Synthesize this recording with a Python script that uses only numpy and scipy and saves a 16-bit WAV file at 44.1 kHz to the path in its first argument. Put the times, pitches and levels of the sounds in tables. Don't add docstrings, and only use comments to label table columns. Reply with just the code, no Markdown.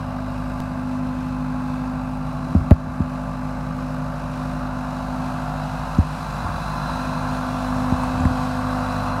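import sys
import numpy as np
from scipy import signal
from scipy.fft import rfft, irfft, next_fast_len
from scipy.io import wavfile
from scipy.ndimage import uniform_filter1d, map_coordinates

SR = 44100
rng = np.random.default_rng(int(sys.argv[2]) if len(sys.argv) > 2 else 0)


def unload_wav(signal):
    wavfile.write(
        sys.argv[1],
        SR,
        np.round(np.clip(np.atleast_2d(signal).T, -1, 1) * 32767).astype(np.int16),
    )


def convert_level_to_amplitude(level_db):
    exponent = np.asarray(level_db, float) / 20
    return 10 ** exponent


N = 405719

CYCLE_HZ = 12.70
DRONE_ORDERS = [4, 8, 12, 20]
BLOCK_ORDERS = [40, 44, 46, 50, 52, 56, 60, 66, 71, 80, 81, 88, 92, 108]


def unit(x):
    return x / np.sqrt(np.mean(x ** 2) + 1e-20)


def wobble(rate_hz):
    fine = np.arange(0, N + 24, 24)
    knots = rng.standard_normal(int(N * rate_hz / SR) + 4)
    return np.interp(np.arange(N), fine, map_coordinates(knots, [fine * rate_hz / SR]))


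def bumps(rows, half_s):
    t = np.arange(N) / SR
    return sum(db * np.exp(-.5 * ((t - s) / half_s) ** 2) for s, db in rows)


def coloured(x, spectrum):
    m = next_fast_len(N + 8192)
    hz, db = np.transpose(spectrum)
    gain = convert_level_to_amplitude(np.interp(np.log(np.fft.rfftfreq(m, 1 / SR) + 1), np.log(hz + 1), db))
    return unit(irfft(rfft(x, m) * gain, m)[:N])


def patchy(x, patchy_db):
    z = signal.stft(x, nperseg=1024)[2]
    field = uniform_filter1d(rng.standard_normal(z.shape), 3, 0)
    field = uniform_filter1d(field, 50, 1)
    return signal.istft(z * convert_level_to_amplitude(patchy_db * unit(field)), nperseg=1024)[1][:N]


def narrow_whine(hz, width_hz):
    phase = 2 * np.pi * hz * np.arange(N) / SR
    return unit(wobble(width_hz) * np.sin(phase) + wobble(width_hz) * np.cos(phase))


def walk():
    # (time [s], grille facing [0-1], extra path of the ground echo [m])
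    way = [(0.0, 0.05, 0.87), (0.6, 0.08, 1.05), (1.1, 0.07, 1.2), (1.6, 0.08, 1.51), (2.3, 0.05, 1.76),
           (2.9, 0.1, 1.79), (3.6, 0.1, 1.83), (4.3, 0.26, 1.82), (5.05, 0.43, 1.65), (5.5, 0.66, 1.85),
           (6.1, 0.67, 1.93), (6.5, 0.87, 2.04), (6.9, 0.95, 2.22), (7.3, 0.93, 2.32), (7.9, 0.99, 2.55),
           (8.6, 1.0, 3), (9.2, 1.0, 3.09)]
    s, turned, path_m = np.transpose(way)
    t = np.arange(N) / SR
    return np.interp(t, s, turned), np.interp(t, s, path_m)


def facing(turned, side_db, rear_db):
    return side_db + (rear_db - side_db) * turned


def echoed(cycles, share):
    return np.sqrt(np.abs(1 + share ** 2 + 2 * share * np.cos(2 * np.pi * cycles)))


def order(turn, k, unsteady_db, drift_rad):
    phase = 2 * np.pi * (k * turn + rng.random()) + drift_rad * wobble(2.506)
    return np.sqrt(2) * convert_level_to_amplitude(unsteady_db * wobble(5.5)) * np.sin(phase)


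def gated(turn, depth, sharp, scatter_db):
    firing = 4 * turn
    strength = convert_level_to_amplitude(scatter_db * rng.standard_normal(int(firing[-1]) + 2))[firing.astype(int)]
    swell = np.abs(np.sin(np.pi * firing)) ** sharp
    return (1 + depth * strength * swell) * rng.standard_normal(N)


def same_each_cycle(turn, skip):
    place = np.arange(4096) / 4096
    blows = (1 + .9 * np.sin(4 * np.pi * place) ** 4) * rng.standard_normal(len(place))
    orders = rfft(blows)
    orders[skip] = 0
    pattern = unit(irfft(orders))
    return pattern[(turn % 1 * len(pattern)).astype(int)]


def knocks():
    # (time [s], shell level [dB], thud level [dB], thud life [s])
    blows = [(2.5534, -4, -10.5, 0.015), (2.5632, -14, -32, .008), (2.608, -25, -15, 0.0063),
             (2.7149, 3, 3, 0.0057), (2.872, -20, -23, 0.0099), (3.0057, -7.5, -13.5, 0.008),
             (5.989, -5, -6, 0.0082), (6.446, -20, -22, 0.0093), (6.4912, -28, -26, .006),
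             (6.546, -26, -25, .006), (7.9252, -11.5, -13, 0.0048), (8.2082, -19, -18, 0.011),
             (8.2556, -11.5, -10.5, .008), (8.3112, -18, -20, 0.005), (8.336, -24, -29, 0.0068)]
    shell_hz, overtone_hz, overtone_db, thud_hz = 208, 430, -26, 82
    out, lead = np.zeros(N + SR), SR // 50
    t = np.arange(-lead, SR // 8) / SR
    flex = np.cos(2 * np.pi * shell_hz * t) + convert_level_to_amplitude(overtone_db) * np.cos(2 * np.pi * overtone_hz * t)
    half_s = np.where(t < .0002, .0022, .003)
    shell = -flex * np.exp(-.5 * ((t - .0002) / half_s) ** 2)
    for s, shell_db, thud_db, life_s in blows:
        u = np.maximum(t + 0.00153, 0) / life_s
        thud = np.sin(2 * np.pi * thud_hz * (t - .0012)) * u * np.exp(1 - u)
        out[round(s * SR) - lead:][:len(t)] += convert_level_to_amplitude(shell_db) * shell + convert_level_to_amplitude(thud_db) * thud
    return out[:N]


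def casing_ticks():
    # (time [s], peak level [dB], centre [Hz])
    taps = [(2.5493, -37, 2000), (2.5512, -17.5, 550), (2.5515, -26, 1000), (2.7193, -6.5, 510),
            (2.718, -23, 1490), (3.0372, -58, 7000), (5.9838, -36, 6500), (7.918, -34, 2500),
            (8.0348, -29.5, 8650), (8.036, -29, 2200), (8.0364, -13.5, 1000), (8.2045, -31, 7160),
            (8.2528, -33, 8000), (8.2535, -21, 1780)]
    # (centre [Hz], level [dB])
    crack = [(14000, -22), (10000, -21), (7000, -22), (4050, -17), (2500, -13.5), (1760, -8.5), (1200, -6),
             (850, -4), (596, -2)]
    crack_s, crack_db, lag_s_per_octave = 2.7086, -10, 0.00058
    bursts = [(s, db, hz, 0.46) for s, db, hz in taps]
    for hz, db in crack:
        late_s = lag_s_per_octave * np.log2(crack[0][0] / hz)
        bursts.append((crack_s + late_s, crack_db + db, hz, 0.65))
    out, lead = np.zeros(N + SR), SR // 200
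    t = np.arange(-lead, lead) / SR
    for s, db, hz, shortens in bursts:
        half_s = .00065 * (hz / 1000) ** -shortens
        burst = np.cos(2 * np.pi * hz * t) * np.exp(-.5 * (t / half_s) ** 2)
        out[round(s * SR) - lead:][:len(t)] += convert_level_to_amplitude(db) * burst
    return out[:N]


def handling():
    highpass = signal.butter(2, 30, "high", fs=SR, output="sos")
    return signal.sosfilt(highpass, knocks() + casing_ticks())


def pump():
    return convert_level_to_amplitude(-63 + 0 * N) * np.exp(-.5 * ((np.arange(N) / SR - 1.4) / .8) ** 2) * narrow_whine(2610, 40)


def turbo(turned):
    # (centre [Hz], width [Hz], level [dB])
    whines = [(3936, 60, -5), (4078, 50, -5), (4000, 500, -9), (2488, 50, -11), (2610, 60, -10),
              (4715, 60, -18), (4838, 40, -17)]
    # (time [s], rise [dB])
    glimpses = [
        (.3, 2.8),
        (2.1, 3.7),
        (4.6, 1.7),
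        (6.5, 4.1),
        (7.1, 4.6),
        (8.9, 4.6),
    ]
    whine = sum(convert_level_to_amplitude(db) * narrow_whine(hz, width_hz) for hz, width_hz, db in whines)
    whine_db = facing(turned, -66, -52.5) + bumps(glimpses, half_s=0.32) + 1.4 * wobble(2.7)
    return convert_level_to_amplitude(whine_db) * whine


def grille(turn, turned):
    # (frequency [Hz], level [dB per Hz])
    spectrum = [(1060, -15), (1800, -0.5), (1880, -10.5), (2300, -3), (2580, 3), (3150, -7.5), (4020, -3),
                (4400, -5), (4860, -6), (7920, -13), (9150, -13.5), (11800, -17.5), (12900, -18.5),
                (14400, -29), (15600, -26)]
    beat = facing(turned, .3, .14)
    hiss = gated(turn + .025, depth=beat, sharp=4, scatter_db=3)
    hiss = hiss + .35 * same_each_cycle(turn, BLOCK_ORDERS)
    hiss = coloured(patchy(hiss, patchy_db=1.6), spectrum)
    hiss_db = facing(turned, -52.04, -42.54) + 0.5 * wobble(14) + 0.5 * wobble(5.7)
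    return convert_level_to_amplitude(hiss_db) * hiss


def valves(turn, rear):
    # (place in the cycle [0-1], ring [Hz], side level [dB], rear level [dB], life [s])
    blows = [
        (.37, 1550, -3, -10, .0025),
        (.87, 1450, -9, -13, .0025),
        (.58, 550, -7, -16, .005),
        (.92, 1170, -8, -12, .006),
        (.08, 1030, -10, -15, .006),
        (.3, 800, -12, -12, .004),
    ]
    out = np.zeros(N)
    for place, hz, side_db, rear_db, life_s in blows:
        since_s = (turn - place) % 1 / CYCLE_HZ
        ring = np.sin(2 * np.pi * hz * since_s) * since_s / life_s * np.exp(1 - since_s / life_s)
        out += convert_level_to_amplitude(facing(rear, side_db, rear_db) + 2 * wobble(2.9) + 1) * ring
    return out


def block_orders(turn, turned):
    # (side level [dB], rear level [dB], echo share, between fades [s], one fade [s])
    lines = [(-55.0, -43.5, 0.54, 6.8, 6.16), (-54.5, -53, 0.71, 3.75, 2), (-51, -47.5, 0.53, 5.46, 1.2),
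             (-54.5, -49, 0.5, 4.75, 1.9), (-49.5, -43.5, 0.43, 2.45, 1.4), (-49.5, -38.5, 0.35, 5.5, 1.7),
             (-52, -43.5, 0.64, 2.96, 0.91), (-48, -46, 0.3, 2.04, 0.25), (-52, -44, 0.2, 6, 0.7),
             (-51, -44.5, 0.35, 3.8, 3.3), (-59, -41, 0.32, 2.94, 2.6), (-70, -42.5, 0.2, 5.3, 0.69),
             (-51.5, -47, 0.61, 4.2, 1.64), (-55, -46, 0.45, 2.46, 0.94)]
    t, out = np.arange(N) / SR, np.zeros(N)
    for k, (side_db, rear_db, share, every_s, fade_s) in zip(BLOCK_ORDERS, lines):
        fading = echoed((t - fade_s) / every_s + .5, share)
        out += convert_level_to_amplitude(facing(turned, side_db, rear_db)) * fading * order(turn, k, 1.07, 0.3)
    return out


def block(turn, turned):
    # (frequency [Hz], level [dB per Hz])
    side_spectrum = [(240, -31), (400, -16.5), (503, -8), (650, -3), (779, -6.5), (852, -1.5), (952, -7),
                     (1030, -1), (1510, -9), (1880, -20.5), (2100, -21), (2730, -24.5), (4620, -120)]
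    # (frequency [Hz], level [dB per Hz])
    rear_spectrum = [(240, -35), (400, -20.5), (456, -16.5), (558, -7), (707, -5), (773, -5), (959, -2.5),
                     (1040, -3), (1510, -6.5), (1890, -21.5), (2100, -21), (2730, -52), (4620, -120)]
    clatter = gated(turn, depth=.26, sharp=2.4, scatter_db=0.0)
    clatter = patchy(clatter + .8 * same_each_cycle(turn, BLOCK_ORDERS), patchy_db=1.1)
    rear = np.clip((turned - .1) / 0.45, 0, 1)
    panels = (1 - rear) * coloured(clatter, side_spectrum) + rear * coloured(clatter, rear_spectrum)
    block_db = facing(turned, -37.5, -31) + 0.49 * wobble(7.6)
    return convert_level_to_amplitude(block_db) * (panels + valves(turn, rear)) + block_orders(turn, turned)


def drone_orders(turn, turned, path_m):
    # (side level [dB], rear level [dB], echo share, own extra path [m])
    drone = [
        (-35.5, -33.5, .05, .1),
        (-39, -37.5, 0.69, -0.19),
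        (-34.5, -35.5, 0.19, .42),
        (-33, -32, 1, -0.0046),
    ]
    sound_m_per_s, out = 343, np.zeros(N)
    for k, (side_db, rear_db, share, own_m) in zip(DRONE_ORDERS, drone):
        late_cycles = k * CYCLE_HZ * (path_m + own_m) / sound_m_per_s
        level = convert_level_to_amplitude(facing(turned, side_db, rear_db)) * echoed(late_cycles, share)
        out += level * order(turn, k, 1.1, 0.22)
    return out


def exhaust(turn, turned, path_m):
    # (order of the cycle, level [dB rms])
    low_orders = [(7, -48), (9, -45), (10, -68), (13, -43.5), (14, -46.5), (16, -41), (18, -55), (24, -78),
                  (26, -59), (29, -59)]
    # (frequency [Hz], level [dB per Hz])
    spectrum = [(15, -37), (25, -20), (57, 4), (102, 4.5), (156, 9), (205, -1.5), (252, 5), (279, -5.5),
                (308, -4.5), (440, -21), (480, -19), (620, -48), (1060, -120)]
    # (time [s], rise over the engine's rumble [dB])
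    fumbles = [
        (2.57, 6.3),
        (6.45, 1.9),
        (7.2, 1.8),
        (8.15, 5),
        (9.2, 2.4),
    ]
    drone = drone_orders(turn, turned, path_m)
    drone = drone + sum(convert_level_to_amplitude(db) * order(turn, k, 1.5, 0.16) for k, db in low_orders)
    skip = [k for k, db in low_orders] + list(DRONE_ORDERS)
    flow = rng.standard_normal(N) + 1.1 * same_each_cycle(turn, skip)
    rumble_db = facing(turned, -37, -34) + bumps(fumbles, half_s=0.14) + 0.84 * wobble(14.0)
    return drone + convert_level_to_amplitude(rumble_db) * coloured(flow, spectrum)


def engine():
    turn = np.cumsum(CYCLE_HZ * (1 + .0004 * wobble(1.5))) / SR
    turned, path_m = walk()
    front = pump() + turbo(turned) + grille(turn, turned)
    return front + block(turn, turned) + exhaust(turn, turned, path_m)


def scene():
    return (handling() + engine())[None]


def roll_off(x):
    return signal.sosfilt(signal.butter(12, 16310, fs=SR, output="sos"), x)


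def record(dry):
    x = signal.sosfilt(signal.butter(2, 28, "high", fs=SR, output="sos"), dry)
    keep = np.exp(-1 / (.15 * SR))
    loud = signal.lfilter([1 - keep], [1, -keep], np.maximum(x ** 2 - .03, 0))
    late = np.pad(loud, ((0, 0), (SR // 50, 0)))[:, :N]
    x = x * uniform_filter1d(1 / np.sqrt(1 + 14 * late), SR // 40)
    slip_s, slip_db, settling_s = .6033, -18, .0025
    after_s = np.arange(N) / SR - slip_s
    x = x + convert_level_to_amplitude(slip_db) * (after_s > 0) * np.exp(-np.abs(after_s) / settling_s)
    x = x / (1 + np.abs(x) ** 12) ** (1 / 12)
    top_hz, m = 15720, next_fast_len(N)
    x = irfft(rfft(x, m) * (np.fft.rfftfreq(m, 1 / SR) < top_hz), m)[:, :N]
    return roll_off(x)


dry = scene()
out = record(dry)
unload_wav(out)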